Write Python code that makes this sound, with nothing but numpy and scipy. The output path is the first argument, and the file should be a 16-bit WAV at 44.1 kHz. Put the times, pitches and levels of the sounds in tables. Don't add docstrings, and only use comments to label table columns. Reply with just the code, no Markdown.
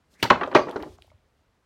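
import sys
import numpy as np
from scipy import signal
from scipy.io import wavfile
from scipy.ndimage import uniform_filter1d

SR = 44100
rng = np.random.default_rng(int(sys.argv[2]) if len(sys.argv) > 2 else 0)


def wav_out(sig):
    wavfile.write(sys.argv[1], SR, np.round(np.clip(np.atleast_2d(sig).T, -1, 1) * 32767).astype(np.int16))


def volts(x):
    e = np.asarray(x, float) / 20
    return 10 ** e


N = 72765

# [f/Hz, density/dB per Hz]
YARD_AIR = [(24, -26.5), (40, 6), (90, -12.5), (127, -10.5), (164, -15), (285, -16.5), (1090, -22.5),
            (1400, -23.5), (16500, -49.5)]
# [f/Hz, T60/s]
SHED_DECAY = [(100, 0.7), (400, 0.4), (1200, 0.25), (2800, .25), (5000, 0.3), (12000, 0.15)]
# [t/s, level/dB]
DUST_LEVEL = [(0.218, -110), (0.239, -66.5), (0.447, -60.5), (.56, -62), (0.801, -58), (.955, -57.5),
              (0.971, -70), (1.04, -64.5), (1.11, -69.5), (1.14, -110)]
# [t/s, level/dB]
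SLEEVE_LEVEL = [(.09, -81), (.115, -62), (.145, -58), (.175, -70.5), (.205, -52.5), (.226, -54.5),
                (.232, -96)]
# [t/s, level/dB, centre f/Hz]
SWING_PATH = [(.09, -115.5, 1500), (.143, -89, 1500), (0.15, -61.5, 1500), (0.171, -65, 1883),
              (.193, -63.5, 1900), (.2, -49, 2200), (0.209, -52.5, 2140), (0.217, -57, 2370),
              (.226, -46, 3300), (.232, -100, 3500)]
# [t/s, peak level/dB, f/Hz]
BEAM_THUMPS = [(0.228, -32, 90), (0.341, -35.5, 56.3), (0.552, -26, 134.2), (0.441, -44.5, 74),
               (0.599, -40, 65), (0.749, -42.5, 70.4), (0.81, -37.5, 65.6), (0.894, -39, 70),
               (0.927, -44, 75.8), (1.0, -48.5, 73.4), (1.066, -53.5, 75.77), (1.1, -52, 72),
               (1.139, -48, 77.7)]
# [t/s, peak level/dB, ringing f/Hz, T60/s]
STEEL_JOLTS = [
    (.575, -45, 6150, .17),
    (.583, -46, 4900, .1),
    (.615, -43, 4750, .11),
]
# [t/s, peak level/dB, centre f/Hz]
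BARK_TICKS = [(.516, -42, 4476), (0.5394, -36.5, 2700), (0.545, -32.5, 3100), (0.694, -39.5, 6500),
              (.711, -33.5, 3500), (.712, -43, 10040), (1.022, -46.5, 9860), (1.069, -56, 12000),
              (1.069, -64, 4200), (1.179, -65, 3300), (0.14, -50, 3460), (.826, -40.5, 12070),
              (.982, -52.5, 6066)]
# [t/s, peak level/dB, f/Hz, contact/ms]
BILLET_KNOCKS = [(0.377, -22.5, 900, 2.5), (.395, -27, 756, 27), (0.4111, -14.5, 1026, 6.6),
                 (0.424, -28.5, 840, 2.8), (0.4343, -16.5, 1228, 4.3), (0.439, -20, 986, 1.5),
                 (.443, -36.5, 770, 42), (0.461, -30, 1230, 6.4), (0.474, -19, 635, 3.9),
                 (0.512, -24, 927, 17.3), (.528, -23, 650, 1.3), (.67, -22.5, 468, 2.2),
                 (0.682, -21, 890, 14.2), (0.7, -27, 577, 4), (0.724, -30, 628, 33),
                 (0.7581, -15, 436, 2.16), (.765, -26.5, 1170, 5.6), (.774, -28.5, 420, 6),
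                 (0.788, -29, 324, 17.7), (.8, -29.5, 359.5, 8.2), (0.812, -33.5, 396, 16.6),
                 (0.827, -32.5, 380, 6), (.831, -26.5, 990, 6), (0.849, -34, 350, 6.1),
                 (0.862, -32.5, 329, 4.8), (0.873, -40.5, 366, 5.5), (.897, -51.5, 330, 2.8),
                 (0.919, -47.5, 377, 0.89)]
# [ratio to its pitch, level/dB, width as share of pitch]
BILLET_OVERTONES = [(.45, 12, 0.067), (1, 20.5, 0.17), (1.5, 0.5, .15), (2.6, 1, 0.035), (4.2, -31.5, .2)]
# [f/Hz, density/dB per Hz]
PILE_BODY = [(59, -48), (100, -17), (232, -4.5), (267, 5), (468, 1.5), (712, -5.5), (1220, -4.5),
             (2670, -31), (12000, -62), (15600, -85.5), (22000, -120)]
# [t/s, peak level/dB,
# f/Hz, width/Hz]
WOOD_TAPS = [(0.2494, -20, 880, 110), (.2525, -20, 700, 110), (.558, -7, 579.3, 60.6),
             (0.851, -33.5, 363, 70), (0.865, -39, 363, 70), (0.986, -46.5, 683, 130),
             (.9853, -44.5, 1070, 398), (1.045, -50.5, 640, 199.8), (1.078, -52, 721, 400),
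             (1.116, -49, 630, 89.3), (1.1165, -49.5, 970, 298.6), (1.101, -59, 2185, 160)]
# [t/s, peak level/dB, length/ms, centre f/Hz]
FIBRE_CRACKS = [(0.2265, -10, 4.5, 3000), (0.227, -19, 4.2, 13000), (.232, -39, 9.4, 7000),
                (0.238, -38, 3.9, 4060), (0.3002, -13.5, 4.3, 2940), (0.3006, -24, 7, 5580),
                (.302, -37, 4.6, 12000), (0.303, 2, 1.3, 1560), (0.5465, -23, 2, 2800),
                (.549, -17, 13, 4240), (.549, -39, 14, 9950), (0.4326, -13, 1.2, 1510),
                (0.435, -46.5, 2, 5000), (0.7616, -35, 3.3, 4020), (0.763, -38, 10, 1870),
                (.8, -39.5, 19, 1860), (0.8249, -32, 2.5, 3780), (0.825, -41.5, 0.83, 2197),
                (1.022, -42.5, 0.96, 2474), (1.0214, -35, 0.71, 3600), (1.102, -52, 1.8, 2650),
                (0.475, -48, 4.4, 5430), (0.691, -45, 23, 3000)]
# [t/s, peak level/dB, contact/ms, edge f/Hz]
PLANK_LANDINGS = [(.5492, -1.5, 0.66, 3500), (.5532, 1, 2.4, 4000), (.5562, -3, 1.5, 2990),
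                  (.561, -4.5, 0.91, 3000), (.5655, -4.5, 3.2, 3000), (.572, -10, 1.6, 2500),
                  (.582, -15.5, 3.1, 2548), (.592, -14, 1.5, 2800), (.6, -18, 1.7, 2484),
                  (.61, -23.5, 5.8, 1438), (.63, -25, 10.7, 1860)]
# [f/Hz, width/Hz, level/dB]
PLANK_MODES = [(368, 40, 2.5), (580, 54, 4), (843, 62, -4.5), (980, 85, -2), (1146, 24, 7),
               (1280, 40, -11.5), (1582, 70, -8), (1919, 17, -7.5), (2200, 60, -20), (2841, 60, -12.5),
               (3180, 35, -18.5), (3480, 90, -23.5)]
# [f/Hz, density/dB per Hz]
PLANK_BODY = [(100, -20.5), (350, -6.5), (580, 1), (1150, -8), (1900, -14), (3000, -21), (7000, -48),
              (16000, -67.5)]
# [t/s, peak level/dB, contact/ms, edge f/Hz]
WALL_BANGS = [
    (.3035, -2, 2.25, 4500),
    (.3058, -2, 1.6, 5000),
    (.3085, -1.5, 1.54, 3500),
    (.3115, -10, 1.15, 3000),
    (.322, -6.5, 2.7, 2500),
    (.33, -12.5, 1.1, 2500),
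    (.337, -18, 4.1, 2500),
    (.355, -19, 2, 2000),
]
# [f/Hz, width/Hz, level/dB]
WALL_MODES = [(190, 70, -3), (380, 66, -2.5), (580, 180, -8.5), (810, 60, -3), (1047, 85, 4),
              (1325, 37, -4), (1499, 60, -5.5), (2100, 47, -5.5), (2480, 80, -7), (2850, 82, -14),
              (3010, 270, -14.5), (3915, 86, -22)]
# [f/Hz, density/dB per Hz]
WALL_BODY = [(100, -22.5), (200, -8.5), (420, -1), (700, -9), (1100, -2.5), (1600, -19.5), (3500, -25),
             (16000, -65.5)]
# [t/s, peak level/dB, contact/ms, edge f/Hz]
AXE_BLOWS = [
    (.2275, -8.5, 2.2, 15000),
    (.2305, -9.5, 1.5, 9000),
    (.2385, -14, 2, 9000),
    (.249, -22, 2, 2517),
    (.256, -21, 2, 2515),
    (.264, -26.5, 3, 2500),
]
# [f/Hz, width/Hz, level/dB]
BLOCK_MODES = [(312, 210, 6.5), (1520, 73, -9.5), (2900, 140, -4), (3200, 100, -10)]
# [f/Hz, density/dB per Hz]
BLOCK_BODY = [(59, -36), (100, 5), (502, -6), (891, -2), (1130, -10.5), (1480, -4.5), (1610, -7.5),
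              (4380, -15.5), (16000, -49)]

RISE_MS, SNAP_DB = 0.6, 2


def band(x, hz, width):
    return signal.lfilter(*signal.iirpeak(min(hz, .45 * SR), max(hz / width, .3), SR), x)


def twice_band(x, hz, width):
    return band(band(x, hz, width), hz, width)


def push(ms, edge_hz):
    t_ms = np.arange(4000) / SR * 1000
    force = rng.standard_normal(4000) * np.exp(-t_ms / ms) * (1 - np.exp(-t_ms / RISE_MS))
    force[int(RISE_MS * SR / 1000)] += volts(SNAP_DB) * np.linalg.norm(force) / max(ms / 1.9, 1)
    return signal.lfilter(*signal.butter(3, min(edge_hz, .45 * SR), fs=SR), force)


def boards(force, body, count=200):
    t60_s = .06
    t = np.arange(4000) / SR
    f, density = np.array(body).T
    place, size, turn = rng.random((count, 3)).T[:, :, None]
    hz = 100 * 160 ** ((np.arange(count)[:, None] + place) / count)
    db = np.interp(np.log(hz), np.log(f), density) + 5 * size
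    db = db + 9 * np.log(hz / 1000)
    db = db - 60 * t / t60_s * (hz / 1000) ** 0.59
    modes = np.sum(volts(db) * np.sin(2 * np.pi * (hz * t + turn)), axis=0)
    ring = signal.fftconvolve(force, modes)[:len(force)]
    return ring / np.abs(ring).max()


def with_boards(main, force, body, body_db, count=200):
    return main / np.abs(main).max() + volts(body_db) * boards(force, body, count)


def add(out, s, db, sound):
    i = int(s * SR)
    out[i:i + len(sound)] += (sound * volts(db) / np.abs(sound).max())[:N - i]


def air():
    out = np.zeros(N)
    f, density = np.array(YARD_AIR).T
    for hz in 30 * 2 ** np.arange(0, 9.2, .5):
        sway = uniform_filter1d(rng.standard_normal(N), size=3000) * 55
        noise = twice_band(rng.standard_normal(N), hz, 0.97 * hz)
        out += volts(np.interp(np.log(hz), np.log(f), density) + 1.5 * sway) * noise
    return out * volts(-64) / np.std(out)


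def space(x):
    shed_db, yard_db, yard_t60_s, yard_end_s = -11, -40.5, .6, 0.58
    t = np.arange(int(.5 * SR)) / SR
    f, t60 = np.array(SHED_DECAY).T
    shed = np.zeros(len(t))
    for hz in 70 * 2 ** np.arange(0, 8, .5):
        fade = volts(-60 * t / np.interp(np.log(hz), np.log(f), t60))
        shed += band(rng.standard_normal(len(t)), hz, .5 * hz) * fade
    shed = signal.lfilter([1, -.6], [1], shed) * (1 - np.exp(-t / .004))
    yard = band(rng.standard_normal(len(t)), 2000, 3000) * volts(-60 * t / yard_t60_s) * (t < yard_end_s)
    tail = volts(shed_db) * shed / np.linalg.norm(shed) + volts(yard_db) * yard / np.linalg.norm(yard)
    return x + signal.fftconvolve(x, tail)[:N]


def dust():
    s, db = np.array(DUST_LEVEL).T
    grains = rng.standard_normal(N) * volts(1.5 * rng.exponential(size=N))
    return volts(np.interp(np.arange(N) / SR, s, db)) * band(grains, 3600, 3300)


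def sleeve():
    s, db = np.array(SLEEVE_LEVEL).T
    rustle = band(rng.standard_normal(N), 5100, 4000) + volts(14) * band(rng.standard_normal(N), 250, 200)
    return volts(np.interp(np.arange(N) / SR, s, db, right=-150)) * rustle


def swing():
    t = np.arange(N) / SR
    s, db, hz = np.array(SWING_PATH).T
    slow = signal.lfilter(*signal.butter(2, 350, fs=SR), rng.standard_normal((2, N))) * 8
    phase = 2 * np.pi * np.cumsum(np.interp(t, s, hz)) / SR
    rush = slow[0] * np.cos(phase) + slow[1] * np.sin(phase)
    return volts(np.interp(t, s, db, right=-150)) * rush


def beam_thumps():
    out, t = np.zeros(N), np.arange(8000) / SR
    t60_s = 0.053
    for s, db, hz in BEAM_THUMPS:
        swell = (1 - np.exp(-t / .012)) ** 2
        add(out, s, db, np.sin(2 * np.pi * hz * t) * volts(-60 * t / t60_s) * swell)
    return out


def steel_rings():
    out, t = np.zeros(N), np.arange(8000) / SR
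    for s, db, hz, t60 in STEEL_JOLTS:
        add(out, s, db, twice_band(rng.standard_normal(8000), hz, 250) * volts(-60 * t / t60))
    return out


def bark_ticks():
    out = np.zeros(N)
    for s, db, hz in BARK_TICKS:
        add(out, s, db, twice_band(push(1.0, 2.5 * hz), hz, 0.49 * hz))
    return out


def tumble():
    out = np.zeros(N)
    for s, db, hz, ms in BILLET_KNOCKS:
        force = push(ms, 2.84 * hz)
        pitches = hz * (1 + 0.012 * rng.standard_normal(len(BILLET_OVERTONES)))
        main = np.zeros(len(force))
        for (ratio, gain_db, width), pitch in zip(BILLET_OVERTONES, pitches):
            main += volts(gain_db) * band(force, ratio * pitch, width * ratio * pitch)
        add(out, s, db, with_boards(main, force, PILE_BODY, -2.0, count=50))
    return out


def taps():
    out = np.zeros(N)
    for s, db, hz, width in WOOD_TAPS:
        add(out, s, db, band(band(push(1.2, 4.3 * hz), hz, width), hz, 3 * width))
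    return out


def cracks():
    out = np.zeros(N)
    for s, db, ms, hz in FIBRE_CRACKS:
        add(out, s, db, twice_band(push(ms, 1.5 * hz), hz, 0.61 * hz))
    return out


def blows(rows, modes, body, body_db):
    out = np.zeros(N)
    for s, db, ms, edge_hz in rows:
        force = push(ms, edge_hz)
        main = np.zeros(len(force))
        for k, (hz, width, gain_db) in enumerate(modes):
            main += (-1) ** k * volts(gain_db) * band(force, hz, width)
        add(out, s, db, with_boards(main, force, body, body_db))
    return out


def plank_landing():
    return blows(PLANK_LANDINGS, PLANK_MODES, PLANK_BODY, -2.5)


def wall_bang():
    return blows(WALL_BANGS, WALL_MODES, WALL_BODY, -2.5)


def axe_blow():
    return blows(AXE_BLOWS, BLOCK_MODES, BLOCK_BODY, 6.5)


def scene():
    hits = axe_blow() + wall_bang() + plank_landing() + cracks() + taps()
    clutter = tumble() + bark_ticks() + beam_thumps() + steel_rings()
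    mix = space(hits + clutter) + dust() + swing() + sleeve() + air()
    return mix[None]


def top_cut(x):
    return signal.sosfilt(signal.butter(12, 16640, fs=SR, output="sos"), x)


def record(dry):
    dry = signal.lfilter(*signal.butter(2, 60, "high", fs=SR), dry)
    dry = signal.sosfilt(signal.ellip(8, .2, 60, 16100, fs=SR, output="sos"), dry)
    mix = np.tanh(0.6 * dry) / 0.72
    return top_cut(mix)


dry = scene()
out = record(dry)
wav_out(out)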